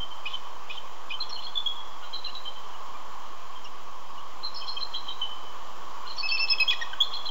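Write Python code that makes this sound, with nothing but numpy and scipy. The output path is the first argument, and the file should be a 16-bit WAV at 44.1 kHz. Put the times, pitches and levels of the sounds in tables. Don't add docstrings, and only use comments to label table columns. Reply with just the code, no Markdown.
import sys
import numpy as np
from scipy import signal
from scipy.fft import rfft, irfft, next_fast_len
from scipy.io import wavfile
from scipy.ndimage import uniform_filter1d

SR = 44100
rng = np.random.default_rng(int(sys.argv[2]) if len(sys.argv) > 2 else 0)


def materialize(psi):
    bounded = np.clip(np.atleast_2d(psi).T, -1, 1)
    quanta = np.round(bounded * 32767).astype(np.int16)
    wavfile.write(sys.argv[1], SR, quanta)


N = 321930


def chitters():
    # start_s, length_s, upper_hz, upper_db, lower_hz, lower_db, lower_delay_s, rasp_db
    notes = [(1.201, .033, 4130, -30.5, 3380, -40.5, .02, -56),
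             (1.301, .049, 4295, -39, 3180, -58, 0, -47.5), (1.43, .035, 4250, -40, 3335, -39, .032, -44.5),
             (2.035, .035, 4000, -55, 3140, -49, -.004, -58),
             (2.135, .033, 4100, -34.7, 3210, -38.5, -.007, -53),
             (2.243, .035, 4090, -34.5, 3160, -46, 0, -53), (2.349, .022, 3975, -39, 3200, -56, 0, -51),
             (4.429, .054, 4150, -33.5, 3190, -60, 0, -57), (4.559, .032, 4370, -40, 3135, -40, .05, -56),
             (4.674, .042, 4190, -34.5, 3270, -43.5, -.005, -53),
             (4.81, .033, 4090, -32, 3140, -44, -.008, -52),
             (4.944, .044, 4070, -38.5, 3220, -33.5, -.007, -45.5),
             (5.083, .032, 3880, -42, 3150, -35, -.003, -54),
             (6.067, .058, 4220, -42, 3100, -55, -.01, -56),
             (6.177, .043, 4470, -32.3, 3210, -54, 0, -46.5),
             (6.287, .031, 4445, -30.5, 3170, -34.5, .008, -42.5),
             (6.378, .032, 4380, -33.5, 3290, -52, 0, -42), (6.481, .026, 4265, -35, 3335, -35, .03, -41),
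             (6.599, .02, 4130, -33.5, 3245, -33, -.016, -50), (7.032, .02, 4145, -38, 3400, -43, 0, -56),
             (7.136, .028, 4160, -34, 3300, -35, .027, -43.5),
             (7.258, .027, 4120, -35, 3380, -36.5, -.006, -50)]
    bend_hz_per_s2, top_share = 340000, .47
    for start_s, length_s, upper_hz, upper_db, lower_hz, lower_db, lower_delay_s, rasp_db in notes:
        yield start_s - .01, rasp(.025, rasp_db), 0
        from_top_s = length_s * (np.array([0, .5, 1]) - top_share)
        arch_hz = upper_hz - bend_hz_per_s2 * from_top_s ** 2
        upper = whistle(length_s, arch_hz, upper_db, octave_db=-40, jitter=.014, flutter_db=4)
        yield start_s, upper, np.interp(upper_db, [-37, -31], [4.5, -3])
        lower = whistle(length_s * .72, [lower_hz] * 3, lower_db, octave_db=-29, jitter=.018)
        yield start_s + lower_delay_s, lower, 1


def pips():
    # start_s, length_s, pitch_hz, level_db, echo_db
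    notes = [(0.0, .032, 3105, -38, 7), (.333, .029, 3096, -32.5, -4), (.772, .017, 3135, -35.5, -4),
             (1.136, .023, 3090, -34.5, -4), (1.551, .044, 3440, -28, 0), (1.658, .024, 3346, -25.5, .5),
             (2.452, .033, 3110, -40.5, 8.5), (3.552, .028, 3170, -49, 1), (4.765, .02, 3175, -32.5, -8),
             (5.214, .036, 3048, -28.3, 3), (6.676, .036, 3330, -22, -2), (7.003, .026, 3385, -19, -2.5),
             (7.285, .016, 3180, -33, 1)]
    for start_s, length_s, pitch_hz, level_db, echo_db in notes:
        effort = np.interp(level_db, [-28, -20], [0, 1])
        arch_hz = pitch_hz * np.array([1.005 - .075 * effort, 1, .985 + .04 * effort])
        yield start_s, whistle(length_s, arch_hz, level_db, octave_db=-32 + 7 * effort), echo_db


def yelps(low_hz=2500, high_hz=2950, length_s=.021, echo_db=-7):
    # start_s, level_db, rasp_length_s
    notes = [(.255, -32, .14), (.697, -36.5, .105), (1.105, -33.5, .045)]
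    low_arch_hz = low_hz * np.array([.96, 1, 1.02])
    high_arch_hz = high_hz * np.array([1.08, 1, 1.02])
    for start_s, level_db, rasp_length_s in notes:
        yield start_s - .014, rasp(rasp_length_s, level_db=-46), -2
        yield start_s, whistle(length_s, low_arch_hz, level_db, octave_db=-20, jitter=.025), echo_db
        high = whistle(length_s, high_arch_hz, level_db - 3.5, octave_db=-29, jitter=.02)
        yield start_s + .01, high, echo_db


def squeals(bend_hz_per_s2=85000, echo_db=-6.5):
    # start_s, length_s, top_hz, level_db, octave_db
    notes = [(4.62, .022, 2550, -49, -23), (4.77, .023, 2555, -46, -23), (6.228, .054, 2595, -31.5, -5),
             (6.31, .06, 2661, -28, -3.5), (6.368, .013, 2550, -31.5, -15), (6.392, .067, 2667, -28.5, -1),
             (6.497, .037, 2610, -35.5, 14), (6.529, .013, 2575, -26, -12), (6.597, .041, 2566, -22, -7.5)]
    for start_s, length_s, top_hz, level_db, octave_db in notes:
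        ends_hz = top_hz - bend_hz_per_s2 * (length_s / 2) ** 2
        yield start_s, whistle(length_s, [ends_hz, top_hz, ends_hz], level_db, octave_db), echo_db


def swoops(echo_db=-10):
    # start_s, length_s, dip_hz, level_db
    notes = [(1.355, .06, 2950, -41.5), (2.257, .056, 2760, -43.5), (2.73, .04, 2850, -52),
             (3.643, .042, 2780, -47), (4.167, .05, 2850, -50), (6.075, .059, 2920, -48)]
    for start_s, length_s, dip_hz, level_db in notes:
        arch_hz = dip_hz * np.array([1.19, 1, 1.24])
        swoop = whistle(length_s, arch_hz, level_db, octave_db=-25, jitter=.035, flutter_db=6)
        yield start_s, swoop, echo_db


def squeaks(from_hz=5800, drop_s=.012):
    # start_s, held_s, held_hz, level_db, echo_db
    notes = [(1.293, .007, 5380, -42, -8), (3.643, .004, 5400, -48, -4), (4.543, .048, 5115, -41.5, 1.5),
             (4.667, .04, 5150, -50, 5.5), (6.165, .032, 5280, -46.5, 3)]
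    for start_s, held_s, held_hz, level_db, echo_db in notes:
        sweep_hz = np.linspace(from_hz, held_hz, 3)
        yield start_s, whistle(drop_s, sweep_hz, level_db, octave_db=-40, jitter=.03), echo_db
        yield start_s + drop_s, whistle(held_s, [held_hz] * 3, level_db, octave_db=-40), echo_db


def clucks(resonance_hz=3000, slope_db_per_hz=.016, echo_db=-5):
    # start_s, length_s, pitch_hz, level_db
    notes = [(1.19, .009, 1290, -42.5), (2.024, .028, 1430, -49.5), (2.942, .025, 1195, -44),
             (6.055, .02, 1442, -48), (6.704, .026, 2495, -27), (6.729, .012, 1930, -33.5),
             (6.812, .023, 1868, -31), (6.931, .011, 1545, -35.5)]
    # start_s, length_s, level_db
    cracks = [(6.706, .008, -26.5), (6.729, .008, -36)]
    for start_s, length_s, pitch_hz, level_db in notes:
        octave_db = max(-slope_db_per_hz * abs(2 * pitch_hz - resonance_hz), -16)
        fall_hz = pitch_hz * np.array([1.02, 1, .98])
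        yield start_s, whistle(length_s, fall_hz, level_db, octave_db), echo_db
    for start_s, length_s, level_db in cracks:
        yield start_s, rasp(length_s, level_db), 0


def whistle(length_s, arch_hz, level_db, octave_db, jitter=.009, flutter_db=3.24):
    progress = np.linspace(0, 1, int(length_s * SR))
    pitch_hz = np.polyval(np.polyfit([0, .5, 1], arch_hz, 2), progress)
    strain = np.interp(arch_hz[1], [2750, 3200], [.35, 1])
    shaky_hz = pitch_hz * (1 + strain * jitter * wander(len(progress), 350))
    phase = 2 * np.pi * np.cumsum(shaky_hz) / SR
    third_gain = gain_of(-1) * np.exp(-((3 * pitch_hz - 5600) / 500) ** 2)
    tone = np.sin(phase) + gain_of(octave_db) * (np.sin(2 * phase) + third_gain * np.sin(3 * phase))
    attack = np.sin(np.pi / 2 * np.minimum(progress / .2, 1))
    release = np.sin(np.pi / 2 * np.minimum((1 - progress) / .28, 1))
    flutter = gain_of(strain * flutter_db * wander(len(progress), 130))
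    return gain_of(level_db) * np.sqrt(2) * unit_rms(attack * release * flutter) * tone


def rasp(length_s, level_db, pulse_hz=330, unevenness=.27, air=.042):
    # centre_hz, width_hz, relative_db
    formants = [(2595, 250, -7.5), (3160, 880, 2.5), (3370, 210, 2), (5100, 700, -11)]
    size = int(length_s * SR)
    cycles = np.cumsum(pulse_hz * np.exp(unevenness * wander(size, 200))) / SR
    slaps = np.diff(np.floor(cycles), prepend=0) * rng.uniform(.32, 1, size)
    drive = slaps + air * rng.standard_normal(size)
    sound = np.zeros(size)
    for centre_hz, width_hz, relative_db in formants:
        b, a = signal.iirpeak(centre_hz, centre_hz / width_hz, SR)
        sound += gain_of(relative_db) * signal.lfilter(b, a, signal.lfilter(b, a, drive))
    return gain_of(level_db) * unit_rms(sound * signal.windows.tukey(size, .4))


def eagles():
    direct, outward = np.zeros((2, N))
    for calls in (chitters, pips, yelps, squeals, swoops, squeaks, clucks):
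        for start_s, sound, echo_db in calls():
            add(direct, start_s, sound)
            add(outward, start_s, gain_of(echo_db) * sound)
    return direct, outward


def rock_echoes(outward, delay_s, t60_s, gain_db, echoes_per_s=2000):
    lag_s = np.arange(SR) / SR
    envelope = np.clip((lag_s - delay_s) / .0027, 0, 1) * gain_of(-60 * lag_s / t60_s)
    echoes = np.zeros(N)
    for direction in range(3):
        taps = rng.choice([-1., 1.], SR) * (rng.random(SR) < echoes_per_s / SR) * envelope
        facing = np.sqrt(2 / 3) * np.cos(np.pi * (np.arange(N) / SR * 2 + direction / 3))
        echoes += signal.fftconvolve(outward * facing, taps / np.linalg.norm(taps))[:N]
    return gain_of(gain_db) * echoes


def hiss(level_db=-42.5, patchy_db=1.03):
    # frequency_hz, relative_db
    spectrum = [(20, -13.5), (70, -16), (140, -22.5), (250, -18.5), (480, -12), (700, -10.5), (900, -4.5),
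                (1110, 1), (1400, -14), (2050, -19.5), (2800, -19.5), (3120, -13), (3550, -22.5),
                (7400, -25.5)]
    # time_s, relative_db
    swell_points = [(0, -44), (1.7, -44.6), (2.8, -43.6), (4, -45.1), (4.8, -43.8), (6.7, -42.6),
                    (7.3, -43.2)]
    frames, bins_hz = N // 512 + 5, np.fft.rfftfreq(2048, 1 / SR)
    real, imaginary, patches = rng.standard_normal((3, frames, len(bins_hz)))
    patches = uniform_filter1d(patches, size=8, axis=0)
    patches = unit_rms(uniform_filter1d(patches, size=12, axis=1))
    frequency_hz, relative_db = np.transpose(spectrum)
    shape_db = np.interp(np.log(bins_hz + 1), np.log(frequency_hz), relative_db)
    spectra = (real + 1j * imaginary) * gain_of(shape_db + patchy_db * patches)
    noise = signal.istft(spectra.T, nperseg=2048, noverlap=1536)[1][:N]
    swell = gain_of(np.interp(np.arange(N) / SR, *np.transpose(swell_points)))
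    return gain_of(level_db) * unit_rms(noise * swell)


def hum(mains_hz=60):
    # harmonic_number, level_db
    partials = [(1, -71), (3, -74), (4, -75.5), (5, -76), (7, -74)]
    cycles = mains_hz * np.arange(N) / SR
    return sum(gain_of(level_db) * np.sqrt(2) * np.sin(2 * np.pi * (harmonic * cycles + rng.random()))
               for harmonic, level_db in partials)


def gain_of(db):
    return 10 ** (np.asarray(db) / 20)


def unit_rms(x):
    return x / np.sqrt(np.mean(x ** 2) + 1e-20)


def add(mix, start_s, sound):
    part = mix[max(round(start_s * SR), 0):][:len(sound)]
    part += sound[:len(part)]


def wander(size, cutoff_hz):
    padded = next_fast_len(size + SR // 10)
    rolloff = np.exp(-(np.fft.rfftfreq(padded, 1 / SR) / cutoff_hz) ** 2)
    return unit_rms(irfft(rfft(rng.standard_normal(padded)) * rolloff))[:size]


def low_pass(x, cutoff_hz):
    return signal.oaconvolve(x, signal.firwin(701, cutoff_hz, window=("kaiser", 8), fs=SR), "same")


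def scene():
    direct, outward = eagles()
    nest_rocks = rock_echoes(outward, delay_s=.012, t60_s=.18, gain_db=-7.5)
    far_cliff = rock_echoes(outward, delay_s=.09, t60_s=.66, gain_db=-13.5)
    return (direct + nest_rocks + far_cliff + hiss() + hum())[None]


def record(dry, input_band_hz=7480, output_band_hz=15800, noise_db=-69, dc_offset=.0542, click_s=6.604):
    line = low_pass(dry[0], input_band_hz) + gain_of(noise_db) * rng.standard_normal(N)
    samples = line[::2].copy()
    samples[round(click_s * SR / 2)] += gain_of(-21)
    held = np.repeat(samples, 2)[:N]
    return (low_pass(held, output_band_hz) + dc_offset)[None]


dry = scene()
out = record(dry)
materialize(out)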